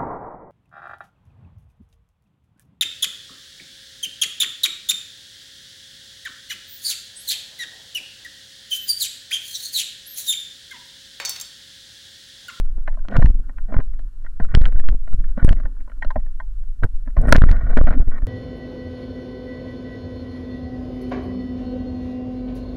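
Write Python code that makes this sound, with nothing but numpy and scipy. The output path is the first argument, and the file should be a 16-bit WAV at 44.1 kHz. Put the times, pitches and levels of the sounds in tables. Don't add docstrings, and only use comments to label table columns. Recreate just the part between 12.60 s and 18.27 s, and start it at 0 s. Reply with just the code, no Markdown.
import sys
import numpy as np
from scipy import signal
from scipy.fft import rfft, irfft, next_fast_len
from scipy.io import wavfile
from scipy.ndimage import uniform_filter1d, map_coordinates

SR = 44100
rng = np.random.default_rng(int(sys.argv[2]) if len(sys.argv) > 2 else 0)


def volts_from_decibels(level):
    exponent = np.asarray(level, float) / 20
    return 10 ** exponent


def to_wav(s):
    ch = np.atleast_2d(s).T
    pcm = np.round(np.clip(ch, -1, 1) * 32767)
    wavfile.write(sys.argv[1], SR, pcm.astype(np.int16))


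N = 250036
T = np.arange(N) / SR


def unit(x):
    return x / np.sqrt(np.mean(x ** 2) + 1e-20)


def curves(rows):
    s, *columns = np.transpose(rows)
    return [np.interp(T, s, column) for column in columns]


def wobble(rate):
    return map_coordinates(rng.standard_normal(int(N * rate / SR) + 4), [T * rate])


def filtered(x, response):
    m = next_fast_len(N + SR // 2)
    return irfft(rfft(x, m) * response(np.fft.rfftfreq(m, 1 / SR)), m)[:N]


def noise(spectrum):
    f, db = np.transpose(spectrum)

    def colour(hz):
        return volts_from_decibels(np.interp(np.log(hz + 1), np.log(f + 1), db))
    return unit(filtered(rng.standard_normal(N), colour))


def resonant(x, modes, damping):
    def response(f):
        total = 0
        for k, (hz, db, t60) in enumerate(modes):
            width = damping * np.log(1000) / (np.pi * t60)
            total = total + (-1) ** k * volts_from_decibels(db) * 1j * f * width / (hz * hz - f * f + 1j * f * width)
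        return total
    return unit(filtered(x, response))


def grit(rate, clump_db):
    sizes = rng.standard_normal(N) * volts_from_decibels(np.minimum(3 * rng.exponential(size=N), 8))
    return (rng.random(N) < rate / SR) * sizes * volts_from_decibels(clump_db * np.tanh(wobble(90)))


def soft(x, hz):
    return filtered(x, lambda f: 1 / (1 + 1j * f / hz) ** 2)


# start in seconds, signed size (1 = full scale), swing in Hz, t60 in seconds.
JOLTS = [(0.5605, 1.01, 16.6, 0.6), (0.6065, -0.62, 22.3, 0.949), (0.6451, -2.44, 39.4, 0.113),
         (1.1659, 2.23, 16.1, 0.105), (1.8202, -1.5, 9.9, 0.167), (1.9463, 0.98, 40.1, 0.439),
         (1.948, -3.77, 17.7, 0.563), (1.9867, 5.94, 12.9, 0.251), (2.0587, -0.68, 7.5, 0.603),
         (2.1532, -1.47, 6.9, 0.84), (2.2909, 0.72, 27.0, 0.302), (2.4882, -0.55, 5.0, 0.96),
         (2.5869, 0.53, 18.4, 0.369), (2.828, 2.56, 17.8, 0.447), (2.8458, -3.61, 35.0, 0.06),
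         (2.8821, -0.52, 39.2, 0.354), (2.9436, -0.85, 19.5, 0.411), (4.2298, 1.15, 13.8, 0.137),
         (4.5869, 1.14, 24.2, 0.163), (4.678, 0.67, 39.8, 0.181), (4.6955, -0.79, 13.4, 0.659),
         (4.7298, -6.0, 18.6, 0.585), (4.8084, -3.38, 26.1, 0.253), (4.8192, 1.62, 32.1, 0.553),
         (4.9859, 0.71, 11.6, 0.272), (5.0943, -0.76, 24.7, 0.96), (5.1471, -2.5, 14.9, 0.874),
         (5.1837, -0.53, 37.8, 0.445), (5.3161, -0.72, 16.8, 0.96), (5.362, -0.66, 9.2, 0.956)]
LEFTOVER = (-.022, -.34, 11, .3)
# start in seconds, signed size (1 =
# full scale), swing in Hz.
SHORT_SWINGS = [(0.529, 0.19, 11.7), (0.5806, -0.76, 53.2), (0.5854, 1.33, 121.7), (0.743, -0.58, 18.6),
                (1.1238, 0.36, 13.4), (1.1705, 0.71, 82.2), (1.207, -0.35, 9.5), (1.8045, -0.17, 88.8),
                (1.9515, -2.88, 61.4), (2.191, 0.25, 45), (2.3128, -0.38, 41.9), (2.5324, -0.37, 20.3),
                (2.8737, -0.57, 100.1), (2.9089, -1.01, 32.8), (3.0491, 0.6, 20.7), (3.4641, 0.63, 14.1),
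                (3.5776, 0.24, 35.3), (4.2277, 0.36, 97.9), (4.2462, 0.39, 88.7), (4.3402, -0.4, 12.0),
                (4.5761, -0.78, 43.6), (4.6147, -0.33, 90.9), (4.7451, 2.4, 44.4), (4.8594, -0.72, 41.8),
                (4.9092, 0.81, 53.6), (5.2152, -0.39, 75.8), (5.3873, 0.32, 8.9), (5.3932, -0.59, 46.6),
                (5.4733, -0.82, 19.4), (5.628, 0.79, 22.0),
                (0.7002, -0.48, 47.6), (0.7664, -0.29, 14.0), (1.1823, -0.52, 21.8), (1.8753, -0.31, 34.1),
                     (1.9379, 0.47, 21.8), (2.3025, 0.45, 17.5), (2.5125, -0.33, 21.8), (2.5438, 0.78, 19.5),
                     (2.6109, -0.52, 12.5), (4.576, -0.35, 17.5), (4.6163, -0.44, 8.9), (4.6399, 0.45, 47.6),
                     (4.6875, 0.51, 83.2), (4.7451, 0.9, 42.6), (4.9143, 0.42, 11.2), (4.9773, -0.34, 38.1),
                     (5.0349, -0.74, 42.6), (5.073, 0.38, 38.1), (5.0948, 0.52, 27.3), (5.1383, -0.41, 53.3),
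                     (5.2444, 0.56, 53.3), (5.3061, 0.34, 42.6), (5.3655, 0.37, 27.3),
                (.556, -.4, 35), (.6255, .35, 60), (.65, .6, 45), (.664, .3, 12), (1.14, .35, 6.5),
                    (2.15, .32, 2.5), (2.16, .3, 12), (2.851, -.25, 25), (2.016, .25, 60), (2.066, -.2, 30),
                    (2.919, -.4, 30), (3.559, .22, 60), (4.713, -.6, 30), (4.7415, 1.3, 48), (4.7425, .4, 40),
                    (4.7548, .7, 125), (4.753, -.35, 36), (4.8, -.2, 30), (5.085, -.45, 6.5), (5.166, .85, 40),
                    (5.258, .35, 14), (5.401, .35, 22)]


def jolts():
    cycles_to_die = 4
    short_swings = [(s, size, hz, cycles_to_die / hz) for s, size, hz in SHORT_SWINGS]
    swing = np.zeros(N)
    for s, size, hz, t60 in [LEFTOVER] + JOLTS + short_swings:
        first = max(round(s * SR), 0)
        t = T[first:first + round(t60 * SR)] - s
        swing[first:first + len(t)] += size * np.sin(2 * np.pi * hz * t) * volts_from_decibels(-60 * t / t60)
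    return swing


def unrest(swing):
    fast_per_s = 64
    speed = np.abs(np.gradient(swing)) * SR
    return np.tanh(uniform_filter1d(speed, SR // 30) / fast_per_s)


# time in seconds, strength in dB.
AIR = [(0, -7.5), (.13, -16), (.5, -20), (1, -21.5), (1.2, -12), (1.55, -26), (1.9, -12), (2.35, -18),
       (2.55, -6.5), (2.85, -17.5), (3.1, -22.5), (3.55, -24), (4.1, -15.5), (4.35, -24), (4.6, -10.5),
       (4.85, -22.5), (5.1, -10.5), (5.67, -25)]
# frequency in Hz, level in dB per Hz.
SWAY_COLOUR = [(2, -49.5), (6, 11.5), (18, 14), (28, 4), (45, 0), (70, -89)]
BUFFET_COLOUR = [(25, -55.5), (55, -15), (80, -14.5), (150, -31), (400, -52.5), (1500, -110)]


def pole(swing):
    buffet_db, buffet_grows, stirred_db = -32.5, 0.45, 39.5
    loose = 1 / (1 + 4 * uniform_filter1d(np.abs(swing), SR // 12))
    sway_db, = curves(AIR)
    mean_db = sway_db.mean()
    gust_db = mean_db + buffet_db + buffet_grows * (sway_db - mean_db) + stirred_db * unrest(swing)
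    sway = volts_from_decibels(sway_db) * noise(SWAY_COLOUR)
    buffet = unit(volts_from_decibels(0.88 * np.tanh(wobble(22))) * noise(BUFFET_COLOUR))
    rounded = signal.filtfilt(*signal.butter(1, 300, fs=SR), swing)
    return rounded + loose * (sway + volts_from_decibels(gust_db) * buffet)


# start in seconds, peak of the main modes in dB, then low, middle and bright modes in dB.
BLOWS = [
    (1.9497, -13.5, -9, -9, -5.5),
    (4.7245, 9.5, -11, -9, -22.5),
    (4.756, -11.5, -7, -5.5, -21.5),
    (5.171, -16.5, -2.5, -5.5, -38),
]
# start in seconds, peak of the main modes in dB, low modes in dB,
# middle modes in dB, tilt of the main modes in dB an octave.
KNOCKS = [(0.2763, -24.5, -15.5, -17, 22), (0.372, -52.5, 6.5, 7.5, -1), (0.449, -45.5, -3.5, -4, -5),
          (0.561, -22.5, -7.5, -5, -12), (0.623, -21, -8, -6.5, 5), (0.8938, -41.5, -6, -11, .1),
          (0.9829, -38.5, -13.5, -12, 9), (1.1211, -39.5, 7.5, 0.5, 4), (1.1405, -27.5, -1.5, -5, 10),
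          (1.1653, -28.5, -17, -5, 4), (1.201, -34.5, -11, -8.5, 5), (1.6629, -41.5, -19, -14.5, 9),
          (1.8, -32, -7, -12, -3), (1.8477, -37, -8.5, -10, 1), (1.9415, -25.5, -9, -12, 8),
          (2.038, -34.5, -10, -13, 3), (2.0601, -27, -9, -14, 11.5), (2.1927, -33, -6, -9.5, -5),
          (2.641, -38.5, -20.5, -21, 10), (2.7763, -34, 2.5, -3, 5), (2.876, -26.5, -5, -15, -6),
          (2.9199, -34, 0, -12, -1), (3.054, -35.5, -6.5, -6, 4), (3.2762, -52, -2, 6, .1),
          (3.3174, -40, -16, -16, 8), (3.4229, -23.5, -26, -9, 27), (3.5058, -36.5, -19, 1, 2),
          (3.5585, -35.5, 10.5, 1, -1), (3.8003, -39, -33, 0, -2), (4.234, -18, -20, -11.5, -34),
          (4.474, -41, -6.5, -6, 1), (4.567, -33, 1, -1, 6), (4.636, -42, 9.5, -2, -3.5),
          (4.683, -27.5, 1.5, -14, 2), (4.7463, -18, -11.5, -7, 7), (4.966, -33, -14, -19, 13),
          (5.096, -38, -1.5, -12, 2), (5.2709, -25.5, -4, -7, -5), (5.305, -25, -6.5, -8, 2)]
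# start in seconds, peak of the main modes in dB,
# low modes in dB, bright modes in dB, share of the free ring time.
SNAPS = [(0.4847, -31.5, -3.5, -9.5, 0.33), (0.5668, -13, -8.5, -18, 0.29), (0.659, -23.5, -18, -18, 0.28),
         (0.7018, -47, -6, -8.5, .4), (1.3922, -43, -8, -17, 0.89), (2.0547, -20.5, -26, -8.5, 0.29),
         (2.124, -35, -3.5, -23, 0.25), (2.2872, -23, -11, -15, 0.33), (2.8463, -28.5, 5, -15, 0.091),
         (2.8908, -18, -6.5, -10.5, 0.23), (2.929, -30.5, -0.5, -9.5, 0.23), (3.4467, -33, -4.5, -17, 0.77),
         (4.7616, -22, -16, -11, .15), (4.7638, -3, -18, -12.5, 0.114), (4.9143, -14.5, -7, -19, 0.19)]
# start in seconds, peak of the main modes in dB.
TAPS = [(0.049, -51.5), (0.183, -53.5), (0.3268, -50), (0.342, -47.5), (0.388, -50), (1.273, -60),
        (1.3348, -51.5), (1.8184, -45), (2.08, -46), (2.158, -44.5), (2.434, -55), (2.475, -40.5),
        (2.525, -42.5), (2.5364, -46), (2.591, -52), (2.61, -52.5), (2.957, -57), (2.985, -47),
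        (2.687, -50.5), (2.968, -47), (2.9994, -38.5), (3.204, -49), (3.297, -43.5), (3.598, -52.5),
        (3.663, -49), (4.0343, -57.5), (5.475, -49.5), (5.6205, -40.5)]
SLIPS = [(1.62, -57.5), (1.646, -44.5), (1.2035, -34.5), (2.019, -37), (3.466, -49), (4.461, -52.5),
         (4.503, -52), (5.279, -28), (5.287, -28.5), (5.315, -30), (5.326, -30), (5.336, -33), (5.343, -37),
         (5.352, -39.5)]


def contacts():
    hard_db, dulling = -15, 1.5
    snap_low_top_db = 6
    rows = []
    for s, db, low_db, middle_db, bright_db in BLOWS:
        tilt_db = -max(db - hard_db, 0) * dulling
        rows.append((s, db, low_db, middle_db, bright_db, tilt_db, 0.54))
    for s, db, low_db, middle_db, tilt_db in KNOCKS:
        rows.append((s, db, low_db, middle_db, -27, tilt_db, 0.95))
    for s, db, low_db, bright_db, ring in SNAPS:
        rows.append((s, db, min(low_db, snap_low_top_db), -10.5, bright_db, 0, ring))
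    for s, db in TAPS:
        rows.append((s, db, -6.5, -8.5, -25, 0, 0.95))
    for s, db in SLIPS:
        rows.append((s, db, -6.5, -8.5, -28, 0, 0.64))
    return rows


# frequency in Hz, level in dB, t60 in seconds.
THUD_MODES = [(120, -3, 0.0094), (240, 3, 0.099)]
LOW_MODES = [(242, 0.5, 0.06), (435, -30, 0.011), (610.3, 7, 0.031), (624, -1.5, 0.019)]
MIDDLE_MODES = [(881, -9.5, 0.1), (999, 1, 0.043), (1020, 3.5, 0.01)]
MAIN_MODES = [(1444, 7.5, 0.025), (1580, 2.5, 0.025), (1782, 3.5, 0.029), (2010, -15, 0.048),
              (2550, -22.5, 0.015)]
BRIGHT_MODES = [(2400, -18.5, 0.0078), (3007, 3.5, 0.019), (3000, -21.5, 0.015), (3800, -6, 0.012),
                (4070, -0.5, 0.014), (5060, -16, 0.0055), (5630, -5, 0.01), (7300, -20, 0.018),
                (9000, -22.5, 0.0061)]


def clamp():
    out, t = np.zeros(N + SR), np.arange(SR // 12) / SR
    onset = 1 - np.exp(-(t / 0.00057) ** 2)
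    for s, db, low_db, middle_db, bright_db, tilt_db, ring in contacts():
        free = np.clip(ring, .1, 1.5)
        groups = []
        for modes in (THUD_MODES, LOW_MODES, MIDDLE_MODES, MAIN_MODES, BRIGHT_MODES):
            hz, level, t60 = np.transpose(modes)[:, :, None]
            level_scatter, pitch_scatter = rng.standard_normal((2, len(modes), 1))
            if modes is MAIN_MODES:
                level = level + tilt_db * np.log2(hz / hz[0])
            fade = volts_from_decibels(level + 2.2 * level_scatter - 60 * t / (free * t60))
            tones = np.sin(2 * np.pi * hz * (1 + 0.031 * pitch_scatter) * t)
            groups.append((fade * tones).sum(0))
        chatter = (rng.random(400) < .03) * rng.standard_normal(400)
        chatter = chatter * volts_from_decibels(-60 * t[:400] / (0.027 * free)) * 0.9
        chatter[0] = 1
        groups = signal.fftconvolve(onset * np.array(groups), chatter[None], axes=1)[:, :len(t)]
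        group_db = np.array([low_db - 6, low_db + 6, middle_db + 4, 0, bright_db + 5])
        out[round(s * SR):][:len(t)] += volts_from_decibels(db + 2.5 + group_db) / np.abs(groups).max(1) @ groups
    return out[:N]


# start in seconds, then levels in dB of the four clear modes in the order below.
RINGS = [(0.2773, -40, -36.5, -32, -36), (0.8934, -51, -50.5, -48, -47), (0.9827, -47, -55, -48.5, -47.5),
         (1.6626, -43.5, -59, -53, -43), (1.7993, -42, -39.5, -42, -38), (3.4239, -26.5, -42, -31, -35),
         (3.5039, -33.5, -40, -26, -37), (3.5574, -40, -22.5, -35, -37.5), (3.8002, -32.5, -44, -29.5, -34)]
# frequency in Hz, t60 in seconds.
CLEAR_MODES = [(1558, 0.033), (630, 0.057), (1017, 0.036), (1858, .036)]
# frequency in Hz, level over the strong mode in dB, t60 in seconds.
TIED_MODES = [(3230, -23, .03), (755, -8.5, 0.063), (884, -12.5, .09), (2090, -13, 0.049)]


def rings():
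    out, t = np.zeros(N), np.arange(SR // 10) / SR
    hz, t60 = np.transpose(CLEAR_MODES)[:, :, None]
    tied_hz, tied_db, tied_t60 = np.transpose(TIED_MODES)[:, :, None]
    swell = 1 - np.exp(-(t / 0.0013) ** 2)
    for s, *levels_db in RINGS:
        bend = 1 + .008 * rng.standard_normal((2, 4, 1))
        phase = 2 * np.pi * rng.random((2, 4, 1))
        strong = volts_from_decibels(-60 * t / t60) * np.sin(2 * np.pi * hz * bend[0] * t + phase[0])
        weak = volts_from_decibels(tied_db - 60 * t / tied_t60) * np.sin(2 * np.pi * tied_hz * bend[1] * t + phase[1])
        out[round(s * SR):][:len(t)] += volts_from_decibels(np.array(levels_db) + 5) @ (strong + weak) * swell
    return out


# time in seconds, signed size (1 = full scale).
CATCHES = [(0.182, .05), (0.672, -0.12), (.702, -0.097), (.706, -0.072), (0.752, -0.035), (0.797, -0.045),
           (0.8264, 0.0046), (1.192, -0.28), (1.1997, -0.15), (2.1509, 0.058), (2.155, 0.055),
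           (2.2035, 0.033), (2.248, 0.14), (2.277, 0.044), (2.297, -0.038), (2.3112, 0.026),
           (2.3296, 0.092), (2.346, 0.096), (2.543, -0.052), (2.8486, -0.58), (2.911, -0.15),
           (4.6737, -0.27), (4.708, -0.35), (4.7642, -1.82), (4.233, 0.23), (4.244, -0.43), (4.253, -0.18),
           (5.399, -0.23), (5.409, 0.028), (5.4769, -0.098), (5.486, -0.17)]


def catches():
    rise_s, fall_s = 0.00075, 0.00088
    s, size = np.transpose(CATCHES)
    t = np.arange(-400, 400) / SR
    cusp = np.exp(np.where(t < 0, t / rise_s, -t / fall_s))
    marks = np.bincount(np.round(s * SR).astype(int), size, N)
    return soft(signal.fftconvolve(marks, cusp, "same"), hz=2400)


# start and end in seconds, level at start and at end in dB, hollow share in dB.
SCRAPES = [(0.493, 0.533, -44.5, -44.5, 12.5), (0.538, 0.573, -37, -32, 4.5),
           (0.592, 0.653, -42, -53.5, 17), (1.085, 1.113, -49, -56, 15.5), (1.121, 1.205, -48, -42.5, 5.5),
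           (1.8, 1.868, -52.5, -100, 23.5), (1.886, 1.963, -53.5, -43, -4),
           (1.962, 2.027, -33.5, -42.5, 5.5), (2.03, 2.102, -55, -53.5, 9.5),
           (2.239, 2.244, -46.5, -48.5, 2), (2.768, 2.808, -50, -40.5, 0), (2.812, 2.851, -41, -36, 2.5),
           (2.86, 2.936, -54, -41.5, 8), (3.033, 3.08, -49, -64, 3), (4.225, 4.271, -42.5, -61.5, 14),
           (4.565, 4.588, -36, -39, 6), (4.59, 4.658, -50.5, -45.5, 17), (4.66, 4.68, -40, -36, 2),
           (4.684, 4.722, -29, -43, -1), (4.74, 4.793, -29.5, -23.5, -3), (4.819, 4.856, -20, -29.5, 4.5),
           (4.869, 4.91, -42, -26, -2), (4.921, 4.967, -38.5, -48, 7), (4.979, 5.079, -41.5, -46.5, 3),
           (5.082, 5.14, -46, -39, 8), (5.155, 5.243, -25, -39.5, 12), (5.261, 5.301, -39.5, -35, 7),
           (5.313, 5.347, -38.5, -39, 9.5), (5.348, 5.386, -47, -53.5, 12), (5.38, 5.434, -48.5, -51.5, 8),
           (5.514, 5.589, -49, -38, 0.5)]
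# frequency in Hz, level in dB, t60 in seconds.
RUBBING_MODES = [(1127, -6, 0.013), (1474, 2.5, 0.029), (1871, -2.5, 0.02), (2314, -13.5, 0.023),
                 (3000, -23, 0.021), (4000, -27, 0.008)]
HOLLOW_MODES = [(173, -0.5, 0.032), (240, 0, 0.047), (465, -7.5, 0.047), (692, -8, 0.024)]


def scrape():
    sharpen, sharp_from_db = 0.091, -38.5
    ticks = soft(grit(3200, clump_db=6), hz=2600)
    rub = resonant(ticks, RUBBING_MODES, damping=0.77)
    hollow = resonant(ticks, HOLLOW_MODES, damping=1.3)
    edge = rub - soft(rub, hz=3060)
    out = np.zeros(N)
    for start, end, from_db, to_db, hollow_db in SCRAPES:
        near = slice(round(start * SR) - 400, round(end * SR) + 400)
        inside = np.clip(np.minimum(T[near] - start, end - T[near]) / 0.0011 + .5, 0, 1)
        level_db = np.interp(T[near], [start, end], [from_db, to_db])
        edge_gain = volts_from_decibels(np.minimum(sharpen * (level_db - sharp_from_db), 3)) - 1
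        rubbed = rub[near] + edge_gain * edge[near]
        out[near] += inside * volts_from_decibels(level_db) * (rubbed + volts_from_decibels(hollow_db) * hollow[near])
    return out


# start and end in seconds, peak in dB, frequency in Hz.
SHUDDERS = [(0.494, 0.52, -39.5, 390), (2.769, 2.787, -24, 205), (3.55, 3.597, -34.5, 190),
            (4.462, 4.491, -35.5, 249), (5.105, 5.131, -34, 240), (5.334, 5.354, -31, 300),
            (5.35, 5.393, -21, 258.8)]


def shudders():
    out = np.zeros(N)
    for start, end, db, hz in SHUDDERS:
        u = np.clip((T - start) / (end - start), 0, 1)
        swell = np.sin(np.pi * u ** 1.6)
        out += volts_from_decibels(db) * swell * np.sin(2 * np.pi * hz * T)
    return out


# start and end in seconds, peak in dB,
# frequency in Hz.
FIZZES = [(0.507, 0.545, -55, 2570), (0.573, 0.594, -51, 3400), (1.143, 1.149, -61, 3000),
          (2.014, 2.018, -44.5, 3800), (2.055, 2.063, -50.5, 3300), (3.503, 3.513, -56.5, 3900),
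          (3.8, 3.807, -60.5, 3900), (4.755, 4.757, -45, 3400)]


def fizz():
    out, ticks = np.zeros(N), grit(2500, clump_db=6.5)
    for start, end, db, hz in FIZZES:
        u = np.clip((T - start) / (end - start), 0, 1)
        bright = resonant(soft(ticks, hz=5000), [(hz, 0, .0022)], damping=0.8)
        out += volts_from_decibels(db) * np.sin(np.pi * u) ** .5 * bright
    return out


# start in seconds, peak in dB.
PINGS = [(0.5683, -44), (2.5413, -35), (2.8484, -18), (4.2436, -27), (4.617, -27.5), (4.6733, -32),
         (4.6926, -21.5), (4.709, -37), (4.7805, -34)]


def diaphragm():
    out, t = np.zeros(N), np.arange(SR // 100) / SR
    ping = volts_from_decibels(-60 * t / 0.0044) * np.sin(2 * np.pi * 8900 * t)
    ping += 0.2 * volts_from_decibels(-60 * t / 0.0082) * np.sin(2 * np.pi * 5600 * t)
    for s, db in PINGS:
        out[round(s * SR):][:len(t)] += volts_from_decibels(db - 8) * ping
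    return out


# time in seconds, level in dB.
ROAD = [(0.0, -59), (0.39, -60.5), (0.61, -58), (1.63, -65.5), (2.05, -57.5), (2.19, -60.5), (2.32, -66.5),
        (2.54, -68.5), (2.73, -56), (2.92, -53), (4.06, -70), (4.55, -62.5), (4.71, -35.5), (4.77, -35.5),
        (4.94, -54.5), (5.3, -44), (5.51, -51), (5.67, -49)]
# frequency in Hz, level in dB, t60 in seconds.
HOUSING_MODES = [(256, 0, .07), (600, -12, .05)]


def road(swing):
    buzz_db, buzz_grows = -67.5, 0.73
    drummed_db = 11.5
    rough_db, = curves(ROAD)
    buzz = resonant(soft(grit(1400, clump_db=1), hz=2200), MIDDLE_MODES + MAIN_MODES, damping=1)
    drumming = resonant(soft(grit(1500, clump_db=4), hz=400), HOUSING_MODES, damping=1.2)
    buzz = volts_from_decibels(buzz_db + buzz_grows * (rough_db - rough_db.mean())) * buzz
    return buzz + volts_from_decibels(rough_db + drummed_db * unrest(swing)) * drumming


def scene():
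    swing = jolts()
    handling = pole(swing) + clamp() + rings() + catches()
    slipping = scrape() + shudders() + fizz()
    return (handling + slipping + diaphragm() + road(swing))[None]


# frequency in Hz, level in dB per Hz.
HISS_COLOUR = [(150, -20), (400, -4), (2400, 0), (5000, -1), (9000, -1), (13000, -5), (15700, -10)]
# multiple of the clock, level in dB.
WHINE = [(1, -84), (2, -85), (3, -86), (4, -92), (5, -89), (6, -87), (7, -94)]


def circuit():
    clock_hz = 1405.7
    whine = np.zeros(N)
    for k, db in WHINE:
        whine += volts_from_decibels(db + 1.5) * np.sin(2 * np.pi * k * clock_hz * T + 0.18 * k * wobble(18))
    return volts_from_decibels(-74) * noise(HISS_COLOUR) + whine


def low_pass(x):
    return signal.sosfilt(signal.butter(12, 16530, fs=SR, output="sos"), x)


def record(dry):
    full, top_hz = .707, 15750
    cut = np.clip(dry[0] + circuit(), -full, full)
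    band = filtered(np.pad(cut, (0, 600), "edge"), lambda f: 1 / (1 + (f / top_hz) ** 200))
    return low_pass(band[None])


dry = scene()
out = record(dry)
to_wav(out)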